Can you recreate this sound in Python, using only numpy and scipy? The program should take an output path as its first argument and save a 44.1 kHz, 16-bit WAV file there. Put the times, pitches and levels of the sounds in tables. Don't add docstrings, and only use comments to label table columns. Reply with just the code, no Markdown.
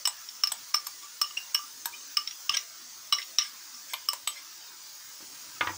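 import sys
import numpy as np
from scipy import signal
from scipy.fft import rfft, irfft, next_fast_len
from scipy.io import wavfile
from scipy.ndimage import uniform_filter1d, minimum_filter1d, map_coordinates

SR = 44100
rng = np.random.default_rng(int(sys.argv[2]) if len(sys.argv) > 2 else 0)


def unload_wav(signal):
    wavfile.write(
        sys.argv[1],
        SR,
        np.round(np.clip(np.atleast_2d(signal).T, -1, 1) * 32767).astype(np.int16),
    )


def decibels_to_gain(level_db):
    exponent = np.asarray(level_db, float) / 20
    return 10 ** exponent


N = 254671


def unit(x):
    return x / np.sqrt(np.mean(x ** 2) + 1e-20)


def along(points, hz):
    f, v = np.transpose(points)
    return np.interp(np.log(hz + 1), np.log(f + 1), v)


def coloured(x, spectrum):
    m = next_fast_len(len(x) + 8192)
    hz = np.fft.rfftfreq(m, 1 / SR)
    response = decibels_to_gain(along([(1, -120)] + spectrum + [(SR / 2, -120)], hz))
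    return irfft(rfft(x, m) * response, m)[:len(x)]


def add(track, s, sound):
    track[round(s * SR):][:len(sound)] += sound


def wobble(rate):
    return map_coordinates(rng.standard_normal(int(N * rate / SR) + 4), [np.arange(N) * rate / SR])


def curve(rows):
    return np.interp(np.arange(N) / SR, *np.transpose(rows))


LIFE = np.arange(SR // 5) / SR


def ring(modes, db, scatter_db=0.0, beat_depth=0.19, damping=1):
    hz, level, t60 = np.transpose(modes)[..., None]
    luck = rng.standard_normal((4, len(modes), 1))
    attack = 1 - np.exp(-LIFE / 0.00041)
    decay = decibels_to_gain(db + level + scatter_db * luck[0] - 60 * LIFE / np.abs(t60 * damping)) * attack
    choke = .5 + 0.27 * np.exp(-(LIFE / 0.019) ** 2)
    beat = 1 + beat_depth * np.cos(2 * np.pi * 0.015 * hz * luck[2] * LIFE + 3 * luck[3])
    flutter_depth = 1.2 * beat_depth * np.clip(hz / 4000, 0, 1) * (1 - np.exp(-LIFE / .008))
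    flutter = 1 + flutter_depth * np.cos(2 * np.pi * 85 * (1 + .3 * luck[0]) * LIFE + 3 * luck[1])
    tone = np.sign(luck[2]) * np.sin(2 * np.pi * hz * (1 + 0.0045 * luck[1]) * LIFE)
    return np.sum(decay * choke * beat * flutter * tone, axis=0)


def burst(spectrum, db, t60):
    noise = unit(coloured(rng.standard_normal(len(LIFE)), spectrum))
    return noise * decibels_to_gain(db - 60 * LIFE / t60) * (1 - np.exp(-LIFE / 0.00045))


def patchy(spectrum, size, patchy_db, streak_db):
    z = signal.stft(rng.standard_normal(N), nperseg=size)[2]
    patches = uniform_filter1d(rng.standard_normal(z.shape), size=12, axis=0)
    patches = uniform_filter1d(patches, size=5, axis=1)
    streaks = uniform_filter1d(rng.standard_normal(z.shape), size=3, axis=1)
    gain = decibels_to_gain(patchy_db * unit(patches) + streak_db * np.clip(unit(streaks), -3, 1.5))
    return unit(coloured(signal.istft(z * gain, nperseg=size)[1][:N], spectrum))


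# t/s, level/dB
TRAFFIC_LEVEL = [(0.0, -77), (0.29, -89), (0.5, -76), (1.13, -86.5), (1.33, -77), (1.41, -85), (2.0, -78),
                 (2.13, -85.5), (2.84, -78.5), (3.01, -77.5), (3.19, -79), (3.51, -89), (3.95, -81.5),
                 (4.94, -84), (5.36, -77), (5.58, -71)]
AIR_LEVEL = [(0.0, -48), (0.08, -48.5), (1.29, -48), (1.44, -47.5), (2.28, -48.5), (2.41, -47.5),
             (2.89, -50), (3.31, -48), (3.47, -48.5), (4.74, -50), (5.66, -46.5), (5.77, -47)]
# f/Hz, level/dB per Hz
RUMBLE_SPECTRUM = [(25, -39), (60, -2.5), (120, 7), (190, -0.5), (260, -35)]
DRONE_SPECTRUM = [(140, -14.5), (220, -4), (330, 0.5), (450, -6), (600, -2), (780, -4), (950, -36)]
MURK_SPECTRUM = [(700, -20), (850, 3), (1300, 7.5), (2500, 3.5), (4000, 6.5), (5000, 11.5)]
HISS_SPECTRUM = [(4000, -19), (5500, -2.5), (6700, -2), (7600, -9), (13800, -22), (14600, -8),
                 (15600, -1.5), (15800, -40)]


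def floor():
    traffic_db, air_db = curve(TRAFFIC_LEVEL), curve(AIR_LEVEL)
    rumble = decibels_to_gain(traffic_db + 0.5) * patchy(RUMBLE_SPECTRUM, size=1024, patchy_db=2.5, streak_db=3.5)
    drone_db = -69 + 0.49 * (traffic_db - traffic_db.mean()) + 0.92 * wobble(4.0)
    drone = decibels_to_gain(drone_db) * patchy(DRONE_SPECTRUM, size=2048, patchy_db=2.0, streak_db=8.0)
    murk_db = -51.5 + 0.63 * (air_db - air_db.mean()) + 0.5 * wobble(4.6)
    murk = decibels_to_gain(murk_db) * patchy(MURK_SPECTRUM, size=2048, patchy_db=2.0, streak_db=4.5)
    hiss = decibels_to_gain(air_db + 1.0) * patchy(HISS_SPECTRUM, size=2048, patchy_db=2.0, streak_db=4.5)
    return rumble + drone + murk + hiss


# f/Hz, t60/s
KITCHEN_T60 = [(300, .25), (1200, .21), (3000, .19), (8000, .14), (16000, .08)]


def kitchen(x):
    out = np.zeros(N + SR)
    for start in range(0, N, SR // 2):
        hz, t, z = signal.stft(rng.standard_normal(SR // 3), SR, nperseg=256)
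        decay = decibels_to_gain(-60 * t / along(KITCHEN_T60, hz)[:, None])
        tail = signal.istft(z * decay, SR, nperseg=256)[1]
        echo = signal.fftconvolve(x[start:start + SR // 2], tail / np.linalg.norm(tail))
        add(out, start / SR + .004, echo)
    return out[:N]


# f/Hz, level/dB, t60/s
BOWL_MODES = [
    [(1174.6, -2, 0.31), (1215, 1.5, 0.1), (1140, -21, 0.016)],
    [(2893, -8.5, 0.17), (2964, 2.5, 0.035), (2986, -11, 0.1), (3320, -50, 0.035)],
    [(5280, -3.5, 0.079), (5283, 2.5, 0.067), (5515, -7.5, 0.069), (4900, -25, 0.038), (5330, -24, 0.05),
     (5750, 0, 0.017)],
]
# t/s, clack level/dB, boom level/dB
LANDINGS = [
    (5.609, -19.5, -49),
    (5.631, -53, -49),
    (5.671, -26, -53),
    (5.692, -39, -49.5),
    (5.703, -39, -48.5),
    (5.226, -50, -56.5),
    (5.205, -50, -63),
]
# f/Hz, level/dB, t60/s
COUNTER_MODES = [(96.7, -3, 0.94), (310, 8, 0.032), (544, 0, 0.043)]
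# f/Hz, level/dB per Hz
CLACK_SPECTRUM = [(88, -48), (150, -14.5), (638, -12), (1170, 5), (2240, 1), (3510, -6), (5600, -28),
                  (9100, -58)]
# f/Hz, level/dB
FOOT_SPECTRUM = [(1500, -17), (2500, -4), (4300, 2), (5200, -26)]


def landing():
    out = np.zeros(N + SR)
    for s, clack_db, boom_db in LANDINGS:
        clack = burst(CLACK_SPECTRUM, clack_db + 0.5, 0.053)
        hum = burst([(750, -12.5), (900, 1), (1250, -11), (1500, -7.0)], clack_db - 17.0, 0.35)
        boom = ring(COUNTER_MODES[1:], boom_db + 3.0, scatter_db=4.0, beat_depth=0)
        grit = burst(FOOT_SPECTRUM, clack_db - 14, 0.027)
        add(out, s, clack + hum + grit + ring(BOWL_MODES[0], clack_db - 10.5) + boom)
    slab = COUNTER_MODES[:1]
    add(out, LANDINGS[0][0], ring(slab, -46, scatter_db=1, beat_depth=0, damping=0.19))
    add(out, LANDINGS[2][0], ring(slab, -41, beat_depth=0))
    return out[:N]


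# t/s, f/Hz, level/dB, t60/s
SPOT_RINGS = [(0.0566, 5306, -15.5, .045), (0.074, 5320, -27.5, 0.088), (.0745, 3800, -25, .015),
              (0.5213, 3410, -25, 0.014), (.5218, 8130, -23, .02), (.5218, 8490, -28, .03),
              (.7445, 2280, -21, .012), (.7445, 3900, -26, 0.011), (.768, 5350, -27, 0.053),
              (1.2148, 6630, -25, .02), (1.2145, 4180, -25, 0.014), (1.223, 5290, -20, .05),
              (1.243, 2930, -28.5, 0.044), (1.383, 2920, -35, .05), (1.3085, 2950, -35, .03),
              (1.8562, 3780, -19, .014), (1.8563, 1650, -30, .016), (1.858, 952, -28, .022),
              (1.862, 952, -43, .25), (1.859, 7900, -30, .015), (1.858, 5700, -30, .02),
              (2.494, 2870, -15, 0.016), (2.4958, 5250, -12, .01), (2.505, 2840, -27, .04),
              (2.546, 5400, -25, .04), (2.571, 2100, -24, 0.018), (2.571, 3900, -27, 0.018),
              (3.125, 3920, -15, 0.013), (3.131, 3910, -21, .035), (3.1445, 5500, -20, .015),
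              (3.150, 5570, -18, .02), (3.186, 2050, -27.5, .025), (3.9368, 3590, -28, .04),
              (3.9378, 2356, -31, 0.076), (3.9348, 2114, -31, .04), (3.941, 1060, -32, .04),
              (3.940, 3070, -28.5, 0.027), (3.901, 8380, -39, .03), (4.0875, 5310, -10.5, .014),
              (.7475, 5350, -15, .016), (1.592, 1180, -38, .2), (1.5485, 5450, -15, .035),
              (4.1325, 3980, -32, 0.017), (4.1325, 7210, -33, .03), (4.1335, 8260, -30, .015),
              (4.134, 980, -30.5, .04), (4.1325, 12800, -34, .03)]
# t/s, f/Hz, level/dB, t60/s
STONE_RINGS = [(5.6093, 1174, -32, .2), (5.6095, 2170, -26, .05), (5.6127, 2100, -26, .03),
               (5.6105, 2466, -32, .05), (5.6122, 1300, -13, .005), (5.6095, 550, -39, 0.071),
               (5.6093, 305, -46, 0.11), (5.6725, 1850, -30, .04), (5.6725, 1170, -30, .03),
               (5.692, 900, -38, 0.11), (5.6095, 3400, -30, .03), (5.6095, 900, -30, .025),
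               (5.634, 1250, -30, .02), (5.694, 1900, -34, .03)]


def spots():
    out = np.zeros(N + SR)
    for s, hz, db, t60 in SPOT_RINGS + STONE_RINGS:
        add(out, s, ring([(hz, db, t60)], 2.5, beat_depth=.45))
    return out[:N]


# start t/s, length/s, f/Hz, rise as a share of f, level/dB
SQUEAK_EVENTS = [(0.739, 0.01, 5340, 0.085, -32), (1.02, 0.051, 1161, 0.028, -45.5),
                 (1.367, 0.019, 2600, 0.12, -22), (1.546, 0.006, 5470, 0.011, -26),
                 (1.921, 0.039, 2296, 0.124, -40.5), (1.93, 0.039, 2930, 0.07, -47.5),
                 (2.005, 0.012, 2960, .01, -47.5), (2.322, 0.011, 2840, .01, -46),
                 (2.532, 0.024, 3060, 0.046, -24.5), (4.281, 0.073, 3123, 0.01, -46),
                 (4.356, 0.033, 2070, 0.0054, -44), (5.559, 0.019, 1290, .01, -47)]
# start t/s, length/s, level/dB
RASP_EVENTS = [(0.738, 0.0089, -25), (0.864, 0.0078, -28), (1.016, 0.034, -38), (1.375, 0.027, -43),
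               (1.546, 0.01, -20.5), (1.843, 0.012, -40), (1.917, 0.046, -42), (2.509, 0.03, -31.5),
               (2.536, 0.023, -19.5), (3.127, 0.028, -32), (3.167, 0.052, -31), (3.393, 0.11, -32.5),
               (3.875, 0.065, -34.5), (4.291, 0.15, -39), (4.355, 0.05, -38), (5.54, 0.0093, -56)]


def skids():
    out = np.zeros(N + SR)
    for s, length, hz, glide, db in SQUEAK_EVENTS:
        gone = np.clip(LIFE / length, 0, 1)
        jitter = 0.052 * rng.standard_normal(len(LIFE))
        phase = np.cumsum(2 * np.pi * hz * (1 + glide * gone) / SR + jitter)
        add(out, s, decibels_to_gain(db) * np.sin(np.pi * gone) ** 2 * (np.sin(phase) + 0.34 * np.sin(2 * phase)))
    for s, length, db in RASP_EVENTS:
        swell = np.sin(np.pi * np.clip(LIFE / length, 0, 1)) ** 2
        sharp_grains = swell * rng.standard_normal(len(LIFE)) ** 3 / 4
        grit = sharp_grains + swell * rng.standard_normal(len(LIFE))
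        glass = ring([(5340, 2.5, 0.0075), (5900, -26, 0.027), (8270, -11.0, 0.012), (1630, -16.5, 0.031),
                      (2206, -3.5, 0.0083), (3370, -3, 0.0062), (4130, -34, 0.0047)], 0)
        rasp = signal.fftconvolve(grit, glass)[:len(LIFE)]
        add(out, s, decibels_to_gain(db) * (rasp / np.abs(rasp).max() + 0.0064 * np.diff(grit, prepend=0)))
    return out[:N]


# t/s, middle, low and top ring level/dB, top ring f/Hz
CHATTER_EVENTS = [(0.288, -33.5, -55, -26.5, 5550), (0.5184, -31, -64, -38, 5670),
                  (0.7447, -38, -35, -12, 5540), (1.5458, -56, -53, -11, 5435),
                  (1.8562, -32, -55, -32, 5750), (2.169, -25, -48, -19, 5340),
                  (2.2747, -25.5, -51, -19, 5490), (2.3095, -32, -37, -25, 5650),
                  (2.4933, -22.5, -29, -28, 5930), (2.5411, -24, -41, -28, 5600),
                  (2.5515, -37, -48, -21, 5480), (2.5708, -20, -22, -13, 5800),
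                  (3.1236, -20, -60, -26, 5370), (3.134, -22, -49, -14.5, 5440),
                  (3.1476, -41, -51, -24, 5700), (3.1847, -28, -32, -23, 5450),
                  (3.2176, -29, -52, -30, 5430), (3.227, -30.5, -48, -27.5, 5600),
                  (3.3848, -16, -42, -9.5, 5765), (3.3926, -18.5, -49, -15, 5700),
                  (3.399, -46, -51, -38, 5340), (3.41, -29, -25, -22, 5640), (3.938, -21, -36, -44, 5500),
                  (4.2736, -15.5, -46, -45, 6250)]
# f/Hz, level/dB, share of t60
BELLY_MODES = [(3820, -11, 0.39), (3800, 0.5, 0.28), (4060, -12, 0.34)]
# f/Hz, level/dB
GRAIN_SPECTRUM = [(1500, -14), (2100, -2.5), (3700, 1.5), (4600, -3.5), (5700, -32), (6800, -33),
                  (9000, -16)]


def chatter():
    choke_t60 = 0.038
    out = np.zeros(N + SR)
    for s, mid_db, low_db, top_db, top_hz in CHATTER_EVENTS:
        modes = [(hz, mid_db + db - 0.5, choke_t60 * share) for hz, db, share in BELLY_MODES]
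        modes += [(2030, low_db - 4.0, 0.73 * choke_t60), (top_hz, top_db, 0.73 * choke_t60)]
        add(out, s, ring(modes, 0) + burst(GRAIN_SPECTRUM, mid_db - 7.5, choke_t60))
    return out[:N]


# t/s, crack, thud, bowl's low and middle family level/dB
EDGE_KNOCKS = [
    (0.0735, -26, -38.5, -51, -34),
    (0.5187, -31.5, -38, -53, -52),
    (0.8688, -36, -47, -38, -60),
    (1.8568, -33, -42, -41, -58),
    (3.9345, -38, -37, -39, -31),
    (4.132, -33, -40, -45, -40),
    (4.2742, -33, -43.5, -33, -21),
]
# t/s, freedom from the fingers, level/dB of its three modes
HANDLE_RINGS = [
    (.0735, 1.16, -20, -45, -26),
    (.5215, 0.32, -18.5, -33, -20),
    (.869, .8, -50, -38.5, -26),
    (1.857, 0.86, -31, -30, -18.5),
    (3.9, .5, -44, -55, -55),
    (3.935, 0.79, -32, -32, -52),
    (4.133, 0.97, -40, -36.5, -50),
    (4.274, 1.8, -15, -36, -34),
]
# f/Hz, t60/s
HANDLE_MODES = [(7950, 0.048), (11520, 0.091), (13600, 0.035)]
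# f/Hz, level/dB, t60/s
THUD_MODES = [(976, 13, 0.021), (1562, 3.5, 0.041)]
# f/Hz, level/dB
DULL_SPECTRUM = [(400, -12.5), (900, 8), (2300, -6.5), (3600, 3), (5000, -66)]
# f/Hz, level/dB
TICK_SPECTRUM = [(600, -85), (2000, 0), (5500, 13), (9000, 13.5), (12000, -6.5), (15500, 11), (17000, -58)]
CRACK_SPECTRUM = [(300, -57), (700, -30), (1200, 2), (4000, 3.5), (8000, -7), (13000, -11), (15500, 5.5),
                  (17000, -67)]


def edges():
    out = np.zeros(N + SR)
    for s, crack_db, thud_db, low_db, mid_db in EDGE_KNOCKS:
        family_db = (low_db, mid_db, crack_db - 5)
        glass = sum(ring(m, db - 2.0, beat_depth=.5, damping=.6) for m, db in zip(BOWL_MODES, family_db))
        thud = ring(THUD_MODES, thud_db - 2) + burst(DULL_SPECTRUM, thud_db + 1.5, 0.061)
        contact = burst(TICK_SPECTRUM, crack_db + 8.5, 0.016) + burst(CRACK_SPECTRUM, crack_db, 0.022)
        add(out, s, contact + thud + glass)
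    for s, freedom, *mode_db in HANDLE_RINGS:
        modes = [(hz, db, t60) for (hz, t60), db in zip(HANDLE_MODES, mode_db)]
        add(out, s, ring(modes, 0, scatter_db=-2.5, beat_depth=0.087, damping=freedom))
    return out[:N]


# t/s, strength level/dB, low and middle family over it level/dB, freedom from the grip
TAP_EVENTS = [(0.054, -18, -19, -4.5, 0.91), (0.436, -15.5, -15, -10, 0.85),
              (0.4721, -20.5, -31, -16, 0.41), (0.7436, -17.5, -4, -7, 0.27),
              (1.2147, -13, -15.5, -10, 0.56), (1.548, -18, -20, -5, 0.76), (2.17, -16, -12.5, -1, 0.5),
              (2.494, -20.5, -3, -2, 0.26), (2.5686, -20, -17.5, -7, 0.31),
              (3.1251, -17.5, -8.5, 2.5, 0.61), (3.3843, -19, -13.5, -8, 1), (4.0867, -24, -4, -1, 0.48)]
# t/s, strength level/dB, low and middle family over it level/dB
REBOUND_EVENTS = [
    (0.764, -26.5, -24, -33),
    (1.2215, -28.5, -11, -6),
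    (1.3093, -46, -3, -6),
    (3.1513, -30.5, -10, -28),
    (3.4202, -30.5, -14, 1),
    (3.7424, -38, -16, -23),
]
# t/s, rim mode level/dB, further mode f/Hz, its level/dB
RIM_RINGS = [(.0545, -26, 14600, -45), (.437, -33, 14680, -44), (0.7525, -30.5, 14500, -23),
             (1.214, -24, 13600, -22), (1.545, -26, 14040, -24), (2.17, -26, 14600, -45),
             (2.495, -39, 11720, -35), (3.126, -24, 11900, -37), (3.385, -33, 7200, -27),
             (3.937, -50, 5230, -34), (4.087, -25, 14800, -23)]


def taps():
    out = np.zeros(N + SR)
    # -7.5 dB in a tap, -31 dB in a rebound
    blows = [(*row, -7.5) for row in TAP_EVENTS] + [(*row, .6, -31) for row in REBOUND_EVENTS]
    for s, db, low_db, mid_db, freedom, crack_db in blows:
        glass = sum(ring(m, db + over + 1.0, beat_depth=.5, damping=freedom)
                    for m, over in zip(BOWL_MODES, (low_db, mid_db, 0)))
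        tick = burst(TICK_SPECTRUM, db + crack_db + 3.5, 0.0034)
        add(out, s, tick + burst(CRACK_SPECTRUM, db + crack_db, 0.027) + glass)
    for s, rim_db, top_hz, top_db in RIM_RINGS:
        add(out, s, ring([(8290, rim_db, 0.04), (top_hz, top_db, 0.032)], 0, beat_depth=0.42))
    return out[:N]


# f/Hz, level/dB
HELD_BASS_CUT = [(90, -30), (350, 0), (21000, 0)]


def scene():
    held = coloured(taps() + chatter() + edges() + skids(), HELD_BASS_CUT)
    near = held + landing() + spots()
    return np.tile(near + decibels_to_gain(-9.5) * kitchen(near) + floor(), (2, 1))


# t/s, length/s, side level/dB
SIDE_MOMENTS = [
    (0.024, 0.063, -27),
    (0.427, 0.0097, -10),
    (0.508, 0.014, -1),
    (0.732, 0.033, -7.5),
    (0.86, 0.017, -3),
    (1.536, 0.011, -4),
    (1.849, 0.034, -6),
    (2.143, 0.023, -15),
    (2.493, 0.035, -22),
    (3.123, .008, -24),
]


def split(x):
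    side = np.zeros(N)
    treble = [(.4 * 5500, -100), (0.68 * 5500, -30), (5500, 0), (15800, 0), (16500, -30)]
    for s, length, db in SIDE_MOMENTS:
        piece = x[round(s * SR):round((s + length) * SR)]
        piece = piece * signal.windows.tukey(len(piece), .3)
        scrambled = piece * unit(uniform_filter1d(rng.standard_normal(len(piece)), size=40))
        add(side, s, decibels_to_gain(db) * coloured(scrambled, treble))
    return side * [[1], [-1]]


def top_cut(x):
    return signal.sosfilt(signal.butter(12, 16990, fs=SR, output="sos"), x)


# f/Hz, level/dB
MICROPHONE_RESPONSE = [(20, -16), (70, 0), (16000, 0), (17000, 0)]


def record(dry):
    x = coloured(dry[0], MICROPHONE_RESPONSE)
    level = np.sqrt(np.abs(uniform_filter1d(x ** 2, 128)))
    ahead = -minimum_filter1d(-level, 801, origin=-400)
    jump_db = 20 * np.log10((ahead + 1e-6) / (level + 1e-6))
    duck_db = -.2 * np.clip(jump_db - 15.5, 0, 30)
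    x = x * decibels_to_gain(uniform_filter1d(duck_db, 64))
    x = x / (1 + (x / .55) ** 4) ** .25
    return top_cut(x + split(x))


dry = scene()
out = record(dry)
unload_wav(out)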